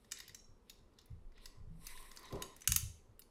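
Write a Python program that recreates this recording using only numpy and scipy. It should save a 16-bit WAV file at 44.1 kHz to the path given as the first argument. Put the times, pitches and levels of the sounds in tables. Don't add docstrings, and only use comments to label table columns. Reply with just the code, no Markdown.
import sys
import numpy as np
from scipy import signal
from scipy.fft import rfft, irfft
from scipy.io import wavfile

SR = 44100
rng = np.random.default_rng(int(sys.argv[2]) if len(sys.argv) > 2 else 0)


def log_audio(samples):
    frames = np.atleast_2d(samples).T
    limited = np.clip(frames, -1, 1)
    pcm = np.round(limited * 32767).astype(np.int16)
    wavfile.write(sys.argv[1], SR, pcm)


def gain_from_db(level_db):
    decades = np.asarray(level_db, float) / 20
    return 10 ** decades


N = 145530


def rms_one(x):
    return x / np.sqrt(np.mean(x ** 2) + 1e-20)


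def at_hz(points, hz):
    points_hz, values = np.transpose(points)
    return np.interp(np.log(hz), np.log(points_hz), values)


def in_time(rows):
    s, *columns = np.transpose(rows)
    t = np.arange(N) / SR
    return [np.interp(t, s, column) for column in columns]


def band_pass(order, low_hz, high_hz, x):
    return signal.sosfilt(signal.butter(order, [low_hz, high_hz], "band", fs=SR, output="sos"), x)


def drift(rate_hz):
    r = np.exp(-2 * np.pi * rate_hz / SR)
    wander = signal.lfilter([1], [1, -2 * r, r * r], rng.standard_normal(N + SR))
    return rms_one(wander[SR:])


def coloured(spectrum):
    hz = np.maximum(np.fft.rfftfreq(N, 1 / SR), 1)
    return rms_one(irfft(rfft(rng.standard_normal(N)) * gain_from_db(at_hz(spectrum, hz)), N))


def struck(modes, extra_db, samples):
    t = np.arange(samples) / SR
    hz, db, t60_s = np.transpose(modes)[:, :, None]
    envelope = gain_from_db(db + extra_db[:, None] - 60 * t / t60_s)
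    return np.sum(envelope * np.sin(2 * np.pi * hz * t), axis=0)


def lay(events):
    out = np.zeros(N + SR)
    for s, db, sound in events:
        i = max(int(s * SR), 0)
        out[i:i + len(sound)] += gain_from_db(db) * sound / np.abs(sound).max()
    return out[:N]


def air():
    # (frequency [Hz], relative level [dB])
    spectrum = [(18, -44.5), (30, 1.5), (56, -5.5), (163, -14.5), (222, -9.5), (312, -16.5), (415, -12),
                (645, -23), (1110, -24), (1780, -34), (12200, -46.5), (15000, -59.5)]
    level_db = -68.5
    return gain_from_db(level_db) * coloured(spectrum)


def sway():
    # (time [s], level [dB])
    levels = [(0.0, -86), (0.57, -62), (0.61, -83), (0.84, -72.5), (0.93, -82.5), (1.27, -52), (1.36, -59),
              (1.86, -47.5), (2.23, -65), (2.31, -54), (2.58, -68), (2.89, -50), (3.01, -66.5),
              (3.3, -70.5)]
    wobble = band_pass(2, 13, 25.2, rng.standard_normal(N + SR))[SR:]
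    return gain_from_db(in_time(levels)[0]) * rms_one(wobble)


def friction(resonances):
    grain = rng.standard_normal(N) * gain_from_db(0.5 * drift(90))
    out = 0
    for k, (hz, width_hz, db) in enumerate(resonances):
        r = np.exp(-np.pi * width_hz / SR)
        zeros = [(1 - r * r) / 2, 0, (r * r - 1) / 2]
        poles = [1, -2 * r * np.cos(2 * np.pi * hz / SR), r * r]
        sign = (-1) ** k
        out = out + sign * gain_from_db(db + 3.1 * drift(9)) * signal.lfilter(zeros, poles, grain)
    return rms_one(out)


def slide():
    # (time [s], fingertip hiss [dB], hollow scrape on the cloth [dB], rub in the joints [dB])
    levels = [(0, -82, -89, -86), (.1, -83.5, -88, -78), (.16, -84, -90, -60), (.3, -92, -98, -68),
              (.45, -101, -104, -91), (.62, -105, -90, -107), (.69, -85.5, -95, -76), (.82, -106, -82, -90),
              (.94, -94, -80, -96), (1.0, -105, -81.5, -75), (1.14, -97, -111, -91), (1.3, -100, -91, -100),
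              (1.37, -99, -77, -72.5), (1.45, -69, -77.5, -69), (1.55, -92, -71, -82),
              (1.65, -103, -83, -100), (1.77, -82.5, -86, -83.5), (1.86, -60.5, -72.5, -62.5),
              (2.0, -62, -65.5, -63), (2.15, -68.5, -66.5, -72.5), (2.25, -81, -59.5, -64),
              (2.35, -75.5, -58.5, -74), (2.5, -82, -61, -73.5), (2.62, -95, -81.5, -73),
              (2.75, -100, -85.5, -58.5), (3.3, -97, -94, -119)]
    # (frequency [Hz], relative level [dB])
    hiss_spectrum = [(2650, -19), (4500, -11), (4820, -29.5), (5510, -2.5), (6740, -21), (7490, -6.5),
                     (8030, -1.5), (10500, -1.5), (14800, -12), (16000, -27)]
    # (frequency [Hz], width [Hz], relative level [dB])
    scrape_resonances = [(377, 200, -6), (669.6, 130, -8), (1028, 71, 3.5), (1520, 80, -15.5),
                         (1868, 190, -10)]
    # (frequency [Hz], width [Hz], relative level [dB])
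    rub_resonances = [(1950, 320, 2.5), (2700, 800, -2.5), (3887, 440, 2.5), (5260, 220, -5.5)]
    hiss_db, scrape_db, rub_db = in_time(levels)
    hiss = gain_from_db(hiss_db + 1.5 * drift(40)) * coloured(hiss_spectrum)
    scrape = gain_from_db(scrape_db) * friction(scrape_resonances)
    rub = gain_from_db(rub_db) * friction(rub_resonances)
    return hiss + scrape + rub


def clicks():
    # (time [s], peak before the low cut [dB], pitch of the part [Hz],
    # extra on modes under 2.8 kHz before the hollow lift [dB], crack over 9 kHz before the top lift [dB])
    hits = [(0.0445, -58, 3830, -5, -20), (0.1117, -43, 5470, -37, -32), (0.1188, -28, 5660, -11, -15),
            (0.171, -41.5, 3500, -13, -27), (0.1854, -45, 6900, -5, -6), (0.2016, -32.5, 1950, -11, -10),
            (0.2788, -44, 3850, -28, -5), (0.2934, -42.5, 2290, -7, -49), (0.3456, -35, 5850, -44, -12.5),
            (0.3574, -61, 5700, -16, -7), (0.6963, -40.5, 4120, -27, -8), (0.7844, -67, 4130, -24, -29),
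            (0.935, -68.5, 2500, -6, -20), (0.9862, -48.5, 3860, -29, -30), (1.0044, -73, 5080, -18, -22),
            (1.013, -60, 4180, -18, -11.5), (1.057, -57, 4250, -25, 8), (1.1083, -67, 1950, -9, -11.5),
            (1.3184, -61.5, 2450, 5, -25), (1.3769, -54, 2340, 4, -40), (1.4027, -68, 2410, -17, -13),
            (1.4563, -38.5, 2130, -13, -14), (1.5394, -85, 4250, -4, -11.5), (1.8676, -32, 4860, -46, -1),
            (1.9739, -43, 1880, -6.5, -12), (2.0258, -54, 5330, -9, -6), (2.1139, -42, 3800, -9, -13),
            (2.162, -43.5, 7100, -28, -9), (2.171, -38.5, 4300, -11.5, -24), (2.1925, -46, 2020, -3, 6),
            (2.229, -51, 1820, -16, -6), (2.253, -48.5, 5740, -16, -14.5), (2.287, -52.5, 1850, -20, -25),
            (2.3067, -55, 1920, -4, -16), (2.3246, -41.5, 3800, -14, -8.5), (2.355, -48, 1950, -18, -33),
            (2.4214, -29, 7480, -15.5, -47), (2.5631, -43, 6360, -11, -2.5), (2.597, -63, 2350, -16, 1),
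            (2.6064, -48, 6400, -30, -9.5), (2.6175, -40, 6200, -50, -26.5), (2.6424, -49.5, 2010, 11, 2.5),
            (2.6748, -13.5, 6550, -23.5, -7), (2.7197, -12.5, 6220, -15, -3),
            (2.7612, -12, 6110, -27, -0.5), (3.1118, -68, 2990, -2, -20.5), (3.1926, -40, 9000, -16.5, 6),
            (3.2182, -50.5, 4760, -31, -35)]
    # (frequency [Hz], relative level [dB], t60 [s])
    shell = [(1050, -2, .025), (1450, -5, .015), (1950, 4, .016), (2400, -10, .01), (3000, -4, .008),
             (3850, -4, .007), (4700, -2, .007), (5200, -2, .007), (6150, -2, .006), (6750, -2, .006),
             (7650, -6, .005)]
    hollow_lift_db, top_lift_db, crack_db = 3, 5, 1.5
    focus_peak_db, focus_oct = 6, 0.18
    crack_half_oct, crack_lowest_centre_hz = 0.55, 3800
    samples = 2000
    hz = np.array(shell)[:, 0]
    t = np.arange(samples) / SR
    loudest_db = max(row[1] for row in hits)
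    pulse = np.r_[1., np.zeros(samples - 1)]
    top = band_pass(3, 9000, 16200, pulse)
    out = []
    for s, db, pitch_hz, low_db, top_db in hits:
        touch_peak_s = 0.00105 + 0.0000259 * (loudest_db - db)
        touch = t / touch_peak_s
        spray = touch * np.exp(1 - touch) + gain_from_db(-20.5 - 60 * t / 0.095)
        noise = rng.standard_normal(samples)
        impacts = spray * noise * np.abs(noise) ** 0.7

        focus_db = focus_peak_db * np.exp(-(np.log2(hz / pitch_hz) / focus_oct) ** 2)
        hollow_db = (low_db + hollow_lift_db) * (hz < 2800)
        scatter_db = 1.5 * rng.standard_normal(len(shell))
        ring = struck(shell, hollow_db + focus_db + scatter_db, samples) / len(shell)

        centre_hz = max(pitch_hz, crack_lowest_centre_hz)
        mid = band_pass(3, centre_hz * 2 ** -crack_half_oct, centre_hz * 2 ** crack_half_oct, pulse)
        crack = mid - gain_from_db(top_db + top_lift_db) * top
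        body = ring + gain_from_db(crack_db) * crack
        out.append((s, db, signal.fftconvolve(body, impacts)))
    low_cut = signal.butter(6, 1225, "high", fs=SR, output="sos")
    return signal.sosfilt(low_cut, lay(out))


def room(x):
    # (frequency [Hz], t60 [s])
    decay = [(600, .35), (1500, 0.33), (4000, 0.42), (9000, 0.41), (15000, 0.1)]
    level_db, rise_s, lowest_hz = -10, 0.002, 700
    t = np.arange(SR // 2) / SR
    edges_hz = lowest_hz * 2 ** np.arange(0, 4.6, .5)
    tail = 0
    for low_hz, high_hz in zip(edges_hz, edges_hz[1:]):
        band = band_pass(2, low_hz, high_hz, rng.standard_normal(len(t)))
        tail = tail + band * gain_from_db(-60 * t / at_hz(decay, np.sqrt(low_hz * high_hz)))
    tail = tail * np.clip(t / rise_s, 0, 1) ** 2
    tail = tail / np.sqrt(np.sum(tail ** 2))
    return gain_from_db(level_db) * signal.fftconvolve(x, tail)[:N]


def thumps():
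    # (time [s], peak [dB], extra on modes over 130 Hz [dB])
    knocks = [(0.06, -64.5, -8), (0.286, -57.5, -11), (0.482, -59, -32), (0.798, -61, -19),
              (1.099, -42, -10), (1.147, -57.5, 3), (1.572, -48.5, -24), (1.601, -56, 1),
              (1.665, -47.5, -20), (1.697, -46, 10), (1.74, -53.5, 8), (1.781, -51, 9), (2.32, -40.5, -20),
              (2.343, -58, 2), (2.681, -31.5, -10.5), (2.729, -39.5, -4.5), (2.77, -51, -22),
              (2.823, -37.5, -18.5), (2.871, -51, -10.5), (2.92, -67.5, -10.5), (3.081, -56, -26.5)]
    # (frequency [Hz], relative level [dB], t60 [s])
    modes = [(46.75, 0.5, .25), (79, -2, 0.39), (102.6, 8, .15), (161.8, 2.5, 0.31), (235, -12, 0.15)]
    push_s = 0.012
    samples = int(.4 * SR)
    hz = np.array(modes)[:, 0]
    rise = np.clip(np.arange(samples) / SR / push_s, 0, 1) ** 2
    out = []
    for s, db, upper_db in knocks:
        scatter_db = 1.8 * rng.standard_normal(len(modes))
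        out.append((s, db, rise * struck(modes, upper_db * (hz > 130) + scatter_db, samples)))
    return lay(out)


def pin():
    # (time [s], peak before the wavering [dB])
    strikes = [(0.348, -57), (0.399, -65.5)]
    # (frequency [Hz], relative level [dB], t60 [s])
    modes = [(5570, -2.5, 0.31), (6650, -9, 0.27), (3990, -5.5, 0.15)]
    ring = struck(modes, np.zeros(len(modes)), int(.4 * SR))
    return lay([(s, db, ring) for s, db in strikes]) * gain_from_db(6.5 * drift(45))


def landing():
    # (frequency [Hz], relative level [dB])
    spectrum = [(71, -41), (120, -6), (178, -10), (291, -10), (374, -6), (509, -10), (785, -20),
                (1010, -19.5), (1200, -23.5), (1560, -49.5), (2640, -120)]
    start_s, level_db, t60_s, rise_s = 2.319, -40.5, 0.45, 0.012
    t = np.arange(N) / SR - start_s
    decay = gain_from_db(level_db - 60 * np.maximum(t, 0) / t60_s)
    return np.clip(t / rise_s, 0, 1) * decay * coloured(spectrum)


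def scene():
    toy = clicks() + pin()
    mix = air() + sway() + slide() + toy + room(toy) + thumps() + landing()
    return mix[None]


def roll_off(x):
    return signal.sosfilt(signal.butter(12, 16850, fs=SR, output="sos"), x)


def record(dry):
    mic_low_pass = signal.butter(6, 14630, fs=SR, output="sos")
    mix = signal.sosfilt(mic_low_pass, dry)
    return roll_off(mix)


dry = scene()
out = record(dry)
log_audio(out)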